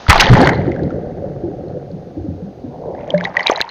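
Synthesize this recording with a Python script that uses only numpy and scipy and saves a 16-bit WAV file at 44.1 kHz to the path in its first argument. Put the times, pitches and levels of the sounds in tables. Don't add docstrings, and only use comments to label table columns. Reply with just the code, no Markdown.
import sys
import numpy as np
from scipy import signal
from scipy.fft import rfft, irfft, next_fast_len
from scipy.io import wavfile

SR = 44100
rng = np.random.default_rng(int(sys.argv[2]) if len(sys.argv) > 2 else 0)


def store_wav(level_fs):
    pcm = np.round(np.clip(np.atleast_2d(level_fs), -1, 1) * 32767)
    wavfile.write(sys.argv[1], SR, pcm.T.astype(np.int16))


N = 163170
TIME = np.arange(N) / SR
PLUNGE_S, GLUG_S, SURFACE_S = 0.082, 3.138, 3.19

# t/s, level/dB, length/s, centre f/Hz
SLAPS = [(0.0948, 5, .013, 1375), (.111, -10, 0.011, 1500), (.128, -2, 0.0041, 1050),
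         (.143, -12, 0.0049, 1500), (.155, -8, .012, 800), (.197, -5, .014, 2100), (.204, -9.5, .011, 4200),
         (.216, -11, .016, 1200), (.232, -18, .014, 2800), (0.257, -13, 0.0015, 2500),
         (0.289, -12.5, 0.0043, 1100), (.332, -3.5, 0.0064, 884), (.351, -12.5, 0.0037, 1280),
         (.367, -12.5, 0.016, 660), (.403, -9.5, .008, 700), (0.455, -12, 0.0055, 1200),
         (.472, -6, 0.0026, 1460), (.490, -9, 0.0055, 1300)]
# t/s, level/dB, length/s, f/Hz
SURGES = [(0.0868, 6.5, .028, 84.5), (0.101, -12, 0.15, 25.7), (0.282, -3.5, 0.08, 34.3),
          (.297, 8.5, .06, 126.8), (.39, -5, 0.056, 258.3)]
# f/Hz, width/Hz, gain/dB
CASE_MODES = [(840, 86, -0.5), (2000, 300, -9)]
# t/s, gain/dB
EBB = [(1.78, 0.5), (1.85, -2.5), (2.45, -2.5), (2.56, -4.5), (2.8, -1)]
# t/s, level/dB, f/Hz
GULPS = [(.455, -11, 135), (0.548, -15, 107.6), (.675, -9, 340.6), (.815, -18.5, 178.6),
         (0.818, -14, 311.6), (1.435, -13.5, 342), (1.738, -17, 499), (1.743, -24.5, 160.4),
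         (1.907, -18.5, 168), (2.168, -16.5, 294), (2.171, -25.5, 89), (2.241, -16.5, 309),
         (2.271, -17, 258.4), (2.275, -18, 172), (2.281, -25, 89.8), (2.421, -21.5, 191),
         (2.637, -21.5, 257.5), (2.643, -26, 133), (2.857, -20.5, 459), (2.882, -17, 522)]
# f/Hz, level/dB, t60/s
GLUG_MODES = [(590.4, -3.5, 0.13), (175.6, -12.5, 0.4)]
# t/s, level/dB, length/s, f/Hz
KNOCKS = [(3.497, 2, 0.0039, 520), (3.604, -10, 0.0024, 603), (3.612, -13, 0.00245, 716)]
# t/s, level/dB, f/Hz, t60/s
DROPS = [(.066, -14.5, 1340, 0.013), (.129, -1, 885, .03), (.157, -2.5, 819, 0.032), (.179, -9, 4160, .01),
         (.224, -4, 790, .04), (.258, -7.5, 867, 0.023), (.267, -8.5, 3170, 0.011),
         (.372, -6.5, 809, 0.039), (.415, -10.5, 4440, 0.0087), (.429, -2.5, 757, 0.028),
         (.447, -14.5, 4420, 0.0092), (.533, -25, 4100, .01), (.533, -14.5, 890, 0.027),
         (.552, -26, 4010, .014), (.678, -26.5, 1780, .02), (.718, -20, 2050, 0.023),
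         (.762, -25.5, 1590, 0.026), (.793, -28, 1655, .03), (.834, -32.5, 3980, .012),
         (.905, -24, 1403, 0.032), (1.683, -43.5, 4200, .012), (1.915, -44, 4350, .012),
         (2.949, -33.5, 1640, 0.019), (3.077, -19, 566, 0.047), (3.104, -12.5, 3168, 0.015),
         (3.145, -19, 1720, 0.024), (3.178, -16, 2140, 0.029), (3.178, -19, 4030, 0.011),
         (3.209, -12.5, 1700, 0.023), (3.241, -16, 3680, .014), (3.249, -14, 3800, .015),
         (3.252, -8, 1928, .028), (3.272, -15, 788, .05), (3.368, 1, 1934, 0.021),
         (3.395, -13, 2000, 0.029), (3.394, -16.5, 3000, .018), (3.406, -10.5, 1970, .028),
         (3.431, -24, 4600, .014), (3.464, -8, 2340, 0.015), (3.469, 4.5, 3850, .011),
         (3.48, -7.5, 2350, 0.013), (3.492, -12, 3300, 0.011), (3.498, -7.5, 1140, .03),
         (3.512, -15, 6200, 0.012), (3.518, -6.5, 677, .018), (3.559, -11, 3930, .018),
         (3.575, -24, 6460, .008), (3.604, -1, 1695, .012), (3.6134, -3.5, 4030, .012),
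         (3.62, -13.5, 2670, 0.013), (3.642, -24, 910, 0.079), (3.679, -23, 1100, .025),
         (3.691, -21.5, 4100, 0.017)]
# t/s, level/dB
RUNOFF_LEVEL = [(2.85, -62), (3.0, -44), (3.15, -40), (3.26, -25), (3.32, -40.5), (3.37, -23.5),
                (3.44, -25), (3.51, -18), (3.55, -24), (3.62, -27), (3.665, -38), (3.7, -33)]
# f/Hz, relative level/dB
CLOUD_TONE = [(400, -4), (700, 1.5), (850, 8), (1100, -5), (1450, -.5), (2080, 1), (2450, -17)]
SPRAY_TONE = [(2300, 0), (3100, 4.5), (3700, 1.5), (4500, 0), (5400, -11), (7000, -17)]
RUMBLE_TONE = [(20, -9), (40, -9.5), (70, -1), (115, 3.5), (180, 4.5), (260, -9)]
BURBLE_TONE = [(220, -2.5), (320, 2), (450, 2), (570, 2), (650, -9), (720, -3.5), (850, -16.5), (1000, -32),
               (1600, -29), (2100, -40)]
RUNOFF_TONE = [(400, -2), (850, 11.5), (1350, -5), (2050, 2.5), (2700, -12), (4200, -19), (5400, -26.5),
               (7000, -30)]
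UPWELL_TONE = [(180, -5.5), (300, -4.5), (480, 0), (620, 0.5), (800, -4), (1000, -13)]
HISS_TONE = [(30, 8.5), (800, 8), (2000, -2.5), (3200, -4.5), (4300, -4), (5500, -8.5), (7000, -10)]
# level at the turn/dB, slope before it/(dB/s), turn t/s, thinning time/s, loss/(dB/decade)
CLOUD_FADE, SPRAY_FADE = (-16, 5, .49, .105, 44), (-30.5, -22, 0.4557, .085, 39)
RUMBLE_FADE, BURBLE_FADE = (-13.5, 50, .44, .1, 15.5), (-10, 65, 0.43, .03, 12)


def slaps(band_ratio=1.453, release_s=0.0013, splatter_db=-15):
    out, t = np.zeros(N), TIME[:SR // 10]
    for s, db, length, hz in SLAPS:
        body = band_noise(hz, band_ratio, len(t), order=2)
        splatter = from_db(splatter_db) * rng.standard_normal(len(t))
        envelope = np.exp(-np.maximum(t - length, 0) / release_s)
        add(out, s, from_db(db) * (body + splatter) * envelope)
    return out


def shoves(rows, wobble_cycles=0.31):
    out = np.zeros(N)
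    for s, db, length, hz in rows:
        progress = np.linspace(0, 1, int(length * SR))
        drift = np.interp(progress, np.linspace(0, 1, 9), rng.standard_normal(9))
        cycles = (hz * length + wobble_cycles * drift) * progress
        swell = np.sin(np.pi * progress ** 0.86)
        add(out, s, from_db(db) * swell * np.sin(2 * np.pi * cycles))
    return out


def hollow_case(x):
    return x + sum(from_db(db) * signal.lfilter(*signal.iirpeak(hz, hz / width, fs=SR), x)
                   for hz, width, db in CASE_MODES)


def fizz():
    cloud = bubble_bed(CLOUD_TONE, per_s=1500, spread_db=5, cycles=19, wash_db=-3.5)
    spray = bubble_bed(SPRAY_TONE, per_s=900, spread_db=4.5, cycles=23, wash_db=-4)
    return thinning(*CLOUD_FADE) * cloud + thinning(*SPRAY_FADE) * spray


def bubble_bed(tone, per_s, spread_db, cycles, wash_db, bands=24):
    strengths = from_db(spread_db * np.minimum(rng.exponential(1, N), 3.5)) * rng.choice([-1, 1], N)
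    kicks = strengths * (rng.random(N) < per_s / SR)
    band_of_kick = rng.integers(0, bands, N)
    rings = np.zeros(N)
    for band, hz in enumerate(np.geomspace(tone[0][0], tone[-1][0], bands)):
        radius, angle = from_db(-60 * hz / (cycles * SR)), 2 * np.pi * hz / SR
        drive = kicks * (band_of_kick == band) + 1e-18 * strengths
        rings += hz * signal.lfilter([1, 0, -1], [1, -2 * radius * np.cos(angle), radius ** 2], drive)
    wash = from_db(wash_db) * colour(rng.standard_normal(N), tone)
    return rms_one(colour(rings, tone) + wash)


def thinning(db, slope_db_per_s, turn_s, thinning_s, decade_db):
    swell_db = slope_db_per_s * np.minimum(TIME - turn_s, 0)
    loss_db = decade_db * np.log10(1 + np.maximum(TIME - turn_s, 0) / thinning_s)
    return (TIME > PLUNGE_S) * from_db(db + swell_db - loss_db)


def churning():
    rumble = bubble_bed(RUMBLE_TONE, per_s=260, spread_db=3, cycles=12, wash_db=-2.5)
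    burble = bubble_bed(BURBLE_TONE, per_s=500, spread_db=2, cycles=14, wash_db=-6)
    ebb = from_db(np.interp(TIME, *np.transpose(EBB)))
    return (thinning(*RUMBLE_FADE) * rumble + thinning(*BURBLE_FADE) * burble) * ebb * draining()


def draining(db_per_s=28):
    return from_db(-db_per_s * np.maximum(TIME - SURFACE_S, 0))


def gulps(gap_s=.018, step_db=-3, scatter_octaves=.27):
    out = np.zeros(N)
    for s, db, hz in GULPS:
        for k, (late, detune) in enumerate(rng.uniform(-0.993, 1, (3, 2))):
            pitch = hz * 2 ** (scatter_octaves * detune) if k else hz
            t60 = 0.14 * (300 / pitch) ** 0.72
            ring = bubble(pitch, t60, swell_cycles=0.7, rise=0.027, rough=0.62)
            add(out, s + gap_s * k * (1 + late / 2), from_db(db + step_db * k) * ring)
    return out


def bubble(hz, t60, swell_cycles, rise, rough, knots=26):
    t = np.arange(int(1.5 * t60 * SR)) / SR
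    envelope = (1 - np.exp(-(t * hz / swell_cycles) ** 2)) * from_db(-60 * t / t60)
    wobble_points = rng.standard_normal(knots) + 1j * rng.standard_normal(knots)
    wobble = np.interp(t, np.linspace(0, t[-1], knots), wobble_points)
    phase = 2 * np.pi * hz * t * (1 + rise * t / t60 / 2)
    ring = (1 + rough * wobble) / np.sqrt(1 + rough ** 2) * np.exp(1j * phase)
    return envelope / envelope.max() * ring.imag


def glug():
    out = np.zeros(N)
    for hz, db, t60 in GLUG_MODES:
        add(out, GLUG_S, from_db(db) * bubble(hz, t60, swell_cycles=1.4, rise=0.011, rough=.15))
    return out


def drops(tick_db=-15.5, tick_s=.0015):
    out, t = np.zeros(N), TIME[:SR // 20]
    ticks = [band_noise(hz, 2, len(t), order=1) * np.exp(-t / tick_s) for _, _, hz, _ in DROPS]
    for (s, db, hz, t60), tick in zip(DROPS, ticks):
        add(out, s, from_db(db + tick_db) * tick)
        add(out, s, from_db(db) * bubble(hz, t60, swell_cycles=1.2, rise=0.037, rough=0.49))
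    return out


def upwelling(crest_s=2.89, crest_db=-27, rise_db_per_s=70, fall_db_per_s=12):
    t = TIME - crest_s
    swell = from_db(crest_db + np.minimum(rise_db_per_s * t, -fall_db_per_s * t))
    return swell * draining() * bubble_bed(UPWELL_TONE, per_s=550, spread_db=3.5, cycles=12, wash_db=-5)


def runoff(fade_in_db_per_s=4000):
    times, levels = np.transpose(RUNOFF_LEVEL)
    fade_in_db = np.minimum(fade_in_db_per_s * np.maximum(times[0] - TIME, 0), 120)
    gain = from_db(np.interp(TIME, times, levels) - fade_in_db)
    return gain * bubble_bed(RUNOFF_TONE, per_s=1500, spread_db=6.5, cycles=20, wash_db=-8)


def hiss(floor_db=-53, open_air_db=-36):
    floor = from_db(floor_db) * colour(rng.standard_normal(N), HISS_TONE)
    open_air = from_db(open_air_db) * colour(rng.standard_normal(N), HISS_TONE)
    return floor + open_air * (TIME < PLUNGE_S)


def band_noise(hz, ratio, samples, order):
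    band = signal.butter(order, [hz / ratio, min(hz * ratio, SR / 3)], "band", fs=SR, output="sos")
    return rms_one(signal.sosfilt(band, rng.standard_normal(samples)))


def colour(x, tone, skirt_db_per_octave=45):
    size = 2 * next_fast_len(N // 2 + SR // 4)
    octave = np.log2(np.maximum(np.arange(size // 2 + 1) * SR / size, 1))
    hz, db = np.transpose(tone)
    beyond = np.abs(octave - np.clip(octave, np.log2(hz[0]), np.log2(hz[-1])))
    curve_db = np.interp(octave, np.log2(hz), db) - skirt_db_per_octave * np.minimum(beyond, 2)
    cepstrum = irfft(np.log(from_db(curve_db)))
    response = np.exp(rfft(2 * cepstrum[:size // 2], size))
    return rms_one(irfft(rfft(x, size) * response)[:N])


def from_db(db):
    return 10 ** (np.asarray(db) / 20)


def rms_one(x):
    return x / np.sqrt(np.mean(x ** 2) + 1e-20)


def add(out, s, sound):
    start = int(s * SR)
    out[start:start + len(sound)] += sound[:max(N - start, 0)]


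def scene():
    background = hiss()
    plunge = hollow_case(slaps() + shoves(SURGES)) + fizz()
    underwater = churning() + gulps() + upwelling()
    surfacing = runoff() + glug() + shoves(KNOCKS) + drops()
    return (plunge + underwater + surfacing + background)[None]


def record(dry, mic_top_hz=6670, ceiling=0.88, hiss_db=-75.5, sag_hz=8, stopband_hz=16600):
    narrow = signal.sosfilt(signal.ellip(8, .5, 70, mic_top_hz, fs=SR, output="sos"), dry)
    clipped = np.clip(narrow, -ceiling, ceiling) + from_db(hiss_db) * rng.standard_normal(N)
    sagged = signal.sosfilt(signal.butter(1, sag_hz, "high", fs=SR, output="sos"), clipped)
    return signal.sosfilt(signal.cheby2(16, 80, stopband_hz, fs=SR, output="sos"), sagged)


dry = scene()
out = record(dry)
store_wav(out)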